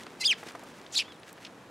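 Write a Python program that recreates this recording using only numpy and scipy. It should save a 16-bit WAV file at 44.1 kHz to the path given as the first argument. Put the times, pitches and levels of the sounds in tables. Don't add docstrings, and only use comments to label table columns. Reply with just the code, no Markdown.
import sys
import numpy as np
from scipy import signal
from scipy.fft import rfft, irfft
from scipy.io import wavfile
from scipy.ndimage import uniform_filter1d

SR = 44100
rng = np.random.default_rng(int(sys.argv[2]) if len(sys.argv) > 2 else 0)


def transcribe(signal):
    frames = np.atleast_2d(signal).T
    limited = np.clip(frames, -1, 1)
    pcm = np.round(limited * 32767).astype(np.int16)
    wavfile.write(sys.argv[1], SR, pcm)


N = 74970
T = np.arange(N) / SR

# f/Hz, level/dB
HUSH_COLOUR = [(15, -56), (25, -36), (69, -11), (148, -2.5), (260, 1.5), (340, -1), (482, -1), (552, -4),
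               (762, -4.5), (1750, -10.5), (2120, -15), (3930, -21), (4380, -25.5), (9550, -32),
               (15500, -43.5)]
# t/s, level/dB
HUSH_LEVEL = [(0, -49.5), (.45, -50), (.8, -50.5), (1.2, -52), (1.7, -51)]
# f/Hz, likeness/0-1
HUSH_LIKENESS = [(30, 0.83), (120, 1), (500, 0.97), (1200, 0.93), (3000, 0.66), (12000, 0.87)]
# t/s, level/dB
SCRATCHING = [(0, -59), (.2, -59), (.5, -60), (.7, -59.5), (.9, -60), (1.2, -62), (1.4, -61.5),
              (1.52, -62.5), (1.7, -64.5)]
# t/s, length/s, level/dB
SHUFFLES = [(-.02, 0.06, -52.5), (.11, 0.045, -67), (0.364, 0.096, -57.5), (0.453, 0.064, -48.5),
            (0.654, 0.076, -65), (0.743, 0.054, -63), (1.262, 0.056, -54), (1.396, 0.066, -57.5)]
# f/Hz, level/dB
RUSTLE_COLOUR = [(60, -55), (800, 1), (2000, 7.5), (3500, 2.5), (7000, -2), (11000, -9.5), (16000, -20)]
# t/s, level/dB, centre f/Hz,
# fade time/s
CRACKS = [(.0349, -41, 4440, 0.0019), (.0663, -44.5, 4320, 0.0019), (.435, -51.5, 7000, 0.0044),
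          (.4859, -41.5, 3940, 0.0037), (.52, -48.5, 6000, 0.0026), (.5532, -50, 5840, 0.0038),
          (.594, -49.5, 6140, 0.0027), (.636, -51, 6900, 0.0042), (.8146, -47.5, 4530, 0.0017),
          (.864, -42, 2580, 0.0036), (.914, -51, 3460, 0.0034), (1.121, -45.5, 2950, 0.0026),
          (1.2327, -42.5, 2360, 0.0025), (1.329, -39.5, 9600, 0.00086), (1.4492, -38, 3070, 0.0055),
          (1.4542, -34.5, 3170, 0.00057), (1.4645, -43.5, 2700, 0.0061), (1.47, -46, 3180, 0.0029)]
# t/s, level/dB, centre f/Hz
KNOCKS = [(.066, -39.5, 1290), (0.43, -38.5, 800), (0.431, -41.5, 880), (.465, -39, 330), (0.487, -49, 945),
          (0.509, -43, 870), (0.551, -35.5, 760), (0.551, -44, 930), (.594, -44.5, 900), (.628, -42, 600),
          (.633, -47, 900), (.668, -52, 700), (1.081, -44.5, 1250), (1.378, -47, 1440)]
# t/s, f/Hz, level/dB, overtone level/dB
LOW_VOICE = [(.198, 2150, -68, -72), (.214, 2060, -38.5, -33), (.232, 2030, -35, -38),
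             (.239, 2252, -33.5, -44), (.246, 2776, -31, -35), (.253, 3394, -30.5, -59),
             (.262, 3620, -25.5, -44), (.269, 3700, -26.5, -46.5), (.278, 3418, -22.5, -33),
             (.286, 3210, -25.5, -38.5), (.298, 3200, -21, -38), (.308, 2986, -19.5, -35),
             (.315, 2667, -21, -32.5), (.324, 2355, -22, -36), (.334, 1728, -34, -36.5),
             (.345, 1440, -67, -44)]
# t/s, roughness/0-1, flutter depth/0-1
LOW_SHAKE = [(.2, 0.4, 0), (.215, 0.1, 0), (.3, 0.15, 0.16), (.314, 0.05, 0.65), (.326, 0.21, 0.13),
             (.34, 0.24, 0.25)]
# t/s, f/Hz, level/dB
HIGH_VOICE = [(.198, 2800, -68), (.211, 2766, -40.5), (.222, 2580, -42), (.231, 2560, -45),
              (.241, 3020, -33), (.248, 3720, -34), (.254, 4720, -19.5), (.261, 4960, -20),
              (.27, 4980, -18.5), (.275, 4230, -40), (.279, 4200, -68)]
# multiple of low pitch, multiple of high pitch, level/dB
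BLENDS = [(1, 1, -2.5), (0, 2, -15), (2, 1, -21), (1, 2, -23)]
# t/s, level/dB
START_BUZZ = [(.2, -62), (.211, -40.5), (.221, -43.5), (.231, -66), (.245, -58), (.255, -61)]
# f/Hz, level/dB
BREATH_COLOUR = [(200, -59), (1200, -12.5), (2200, -4.5), (4500, 2), (7000, -9.5), (9500, -3.5),
                 (12000, -11.5), (16000, -29)]
# f/Hz, level/dB
BEAK_FILTER = [(1000, -3), (7000, -2), (10500, -5), (13000, -7), (16000, -2)]
# t/s, level/dB, overtone level/dB
HARSH_LEVEL = [(.918, -68, -56), (.928, -63, -43), (.942, -46, -41.5), (.952, -42, -29), (.958, -28, -43),
               (.965, -22, -43), (.972, -25.5, -38), (.977, -19.5, -37), (.983, -26.5, -30),
               (.991, -30.5, -32.5), (.998, -25, -36.5), (1.007, -25.5, -37), (1.017, -38, -48.5),
               (1.025, -38, -46.5), (1.03, -44, -66)]
# t/s, f/Hz
HARSH_PITCH = [(.92, 3450), (.942, 3150), (.951, 2300), (.957, 3900), (.962, 4300), (.977, 3870),
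               (.984, 3650), (.991, 2650), (.997, 2920), (1.007, 2780), (1.017, 2480), (1.028, 2600)]
# t/s, roughness/0-1
HARSH_ROUGHNESS = [(.92, .8), (.948, .8), (.956, .13), (1.012, .13), (1.025, .5)]
# t/s, rate/Hz, depth/share of pitch
TRILL = [(.957, 92, 0), (.966, 92, .13), (.982, 103, .13), (.992, 100, .21), (.998, 143, .16),
         (1.006, 157, .14)]
# t/s, f/Hz, level/dB
FAR_WHISTLES = [
    [(1.04, 3100, -52), (1.06, 3250, -57), (1.083, 3510, -58), (1.11, 3410, -54.5), (1.128, 3150, -55)],
    [(1.09, 5250, -70), (1.12, 4950, -70), (1.133, 3980, -62), (1.16, 3350, -64), (1.172, 3280, -64)],
]
# delay/s, level/dB
ECHOES = [(.0031, -24), (.0058, -21), (.0125, -27)]


def amp(db):
    return 10 ** (np.asarray(db) / 20)


def evened(x):
    return x / np.sqrt(np.mean(x ** 2) + 1e-20)


def curves(table):
    times, *columns = np.transpose(table)
    return [np.interp(T, times, column) for column in columns]


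def during(table):
    return uniform_filter1d(1. * ((T > table[0][0]) & (T < table[-1][0])), size=90)


def spectrum(points):
    hz, value = np.transpose(points)
    return np.interp(np.log(np.fft.rfftfreq(N, 1 / SR) + 1), np.log(hz + 1), value)


def colour(x, points):
    return irfft(rfft(x) * amp(spectrum(points)), N)


def noise(points):
    return evened(colour(rng.standard_normal(N), points))


def wander(hz):
    keep_slow = np.exp(-.5 * (np.fft.rfftfreq(N, 1 / SR) / hz) ** 2)
    return evened(irfft(rfft(rng.standard_normal(N)) * keep_slow, N))


def phase_of(hz):
    return 2 * np.pi * np.cumsum(uniform_filter1d(hz, size=110)) / SR


def outdoor_hush():
    likeness = spectrum(HUSH_LIKENESS)
    shared = irfft(rfft(noise(HUSH_COLOUR)) * np.sqrt((1 + likeness) / 2), N)
    side = irfft(rfft(noise(HUSH_COLOUR)) * np.sqrt((1 - likeness) / 2), N)
    return amp(curves(HUSH_LEVEL)[0]) * np.array([shared + side, shared - side])


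def rustling(scratches_per_s=2000, spread_db=1):
    sizes = amp(spread_db * np.minimum(rng.exponential(1, N), 4)) * rng.standard_normal(N)
    scratches = rng.random(N) < scratches_per_s / SR
    grains = evened(colour(sizes * (scratches + .14), RUSTLE_COLOUR))
    level = amp(curves(SCRATCHING)[0])
    for start, length, db in SHUFFLES:
        level += amp(db) * np.sin(np.pi * np.clip((T - start) / length, 0, 1))
    return level * grains


def tap(start, db, centre_hz, fade_s, width_octaves):
    hz = np.fft.rfftfreq(N, 1 / SR) + 1
    band = np.exp(-.5 * (np.log2(hz / centre_hz) / width_octaves) ** 2)
    fade = (T >= start) * np.exp(-abs(T - start) / fade_s)
    burst = irfft(rfft(fade * rng.standard_normal(N)) * band, N)
    return amp(db) * evened(burst) * np.sqrt(np.mean(fade ** 2))


def husk_cracks():
    return sum(tap(*crack, width_octaves=0.68) for crack in CRACKS)


def beak_knocks():
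    return sum(tap(*knock, fade_s=0.0063, width_octaves=0.97) for knock in KNOCKS)


def voice(phase, db, overtone_db, step_db, rough, shake_hz):
    phase = phase + rough * wander(shake_hz)
    overtones = sum(amp(overtone_db + step_db * k) * np.sin((k + 2) * phase) for k in range(4))
    tremble = (1 + rough * wander(shake_hz)) / np.sqrt(1 + rough ** 2)
    return (amp(db) * np.sin(phase) + overtones) * tremble


def clear_chirp(flutter_hz=220, high_rough=0.17, buzz_step_db=-5.5, breath_db=-27, puff_db=-48):
    low_hz, low_db, overtone_db = curves(LOW_VOICE)
    high_hz, high_db = curves(HIGH_VOICE)
    rough, flutter_depth = curves(LOW_SHAKE)
    low_phase = phase_of(low_hz)
    high_phase = phase_of(high_hz) + high_rough * wander(790)
    lower = voice(low_phase, low_db, overtone_db, step_db=-9, rough=rough, shake_hz=470)
    lower *= 1 + flutter_depth * np.sin(2 * np.pi * flutter_hz * T)
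    halfway_db = (high_db + overtone_db) / 2
    blends = sum(amp(db + halfway_db) * np.sin(a * low_phase + b * high_phase) for a, b, db in BLENDS)
    buzz = np.zeros(N)
    for count in range(2, 6):
        for highs in range(count + 1):
            phase = (count - highs) * low_phase + highs * high_phase + 2 * np.pi * rng.random()
            buzz += amp(buzz_step_db * (count - 2.5)) * np.sin(phase)
    upper = amp(high_db) * np.sin(high_phase) + blends + amp(curves(START_BUZZ)[0]) * buzz
    puff = amp(puff_db) * np.exp(-((T - .212) / .024) ** 2)
    breath = (amp(breath_db) * (amp(low_db) + amp(high_db)) + puff) * noise(BREATH_COLOUR)
    return np.sqrt(2) * (lower + upper * during(HIGH_VOICE) + breath) * during(LOW_VOICE)


def harsh_chirp(crest_s=.9655, dip_boost_db=12, second_db=-31, second_ratio=1.33):
    hz, = curves(HARSH_PITCH)
    rough, = curves(HARSH_ROUGHNESS)
    db, overtone_db = curves(HARSH_LEVEL)
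    rate, depth = curves(TRILL)
    swing = phase_of(rate)
    trill = depth * np.cos(swing - np.interp(crest_s, T, swing))
    phase = phase_of(hz * (1 + trill))
    swell_db = -dip_boost_db * trill / depth.max()
    tone = voice(phase, db, overtone_db + swell_db, step_db=-14, rough=rough, shake_hz=566)
    second = amp(second_db) * np.exp(-((T - .99) / .02) ** 2) * np.sin(second_ratio * phase)
    breath = np.hypot(amp(overtone_db - 3.5), amp(db - 16.5)) * noise(BREATH_COLOUR)
    return (np.sqrt(2) * (tone + second) + breath) * during(HARSH_LEVEL)


def far_bird(rough=0.36):
    out = np.zeros(N)
    for whistle in FAR_WHISTLES:
        hz, db = curves(whistle)
        phase = phase_of(hz) + rough * wander(150)
        out += np.sqrt(2) * amp(db) * np.sin(phase) * during(whistle)
    return out


def squeak(at_s=1.2, width_s=0.0043, hz=9800, db=-58.5, rough=.6):
    swell = np.exp(-((T - at_s) / width_s) ** 2)
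    return amp(db) * swell * np.sin(2 * np.pi * hz * T + rough * wander(400))


def garden_echoes(x, width=0.21, tail_db=-23, tail_s=0.29):
    shared, side = rng.standard_normal((2, N)) * amp(-60 * T / tail_s) * (T > .004)
    response = np.array([shared + width * side, shared - width * side])
    response *= amp(tail_db) / np.linalg.norm(response[0])
    response[:, 0] += 1
    for delay, db in ECHOES:
        response[:, round(delay * SR)] += amp(db)
    return signal.fftconvolve(x[None], response, axes=1)[:, :N]


def scene():
    feeding = beak_knocks() + husk_cracks() + rustling()
    chirps = colour(clear_chirp() + harsh_chirp(), BEAK_FILTER)
    return garden_echoes(feeding + chirps + far_bird() + squeak()) + outdoor_hush()


def record(dry):
    treble_cut = signal.firwin(511, cutoff=15900, window=("kaiser", 9), fs=SR)
    return signal.oaconvolve(dry, treble_cut[None], "same")


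dry = scene()
out = record(dry)
transcribe(out)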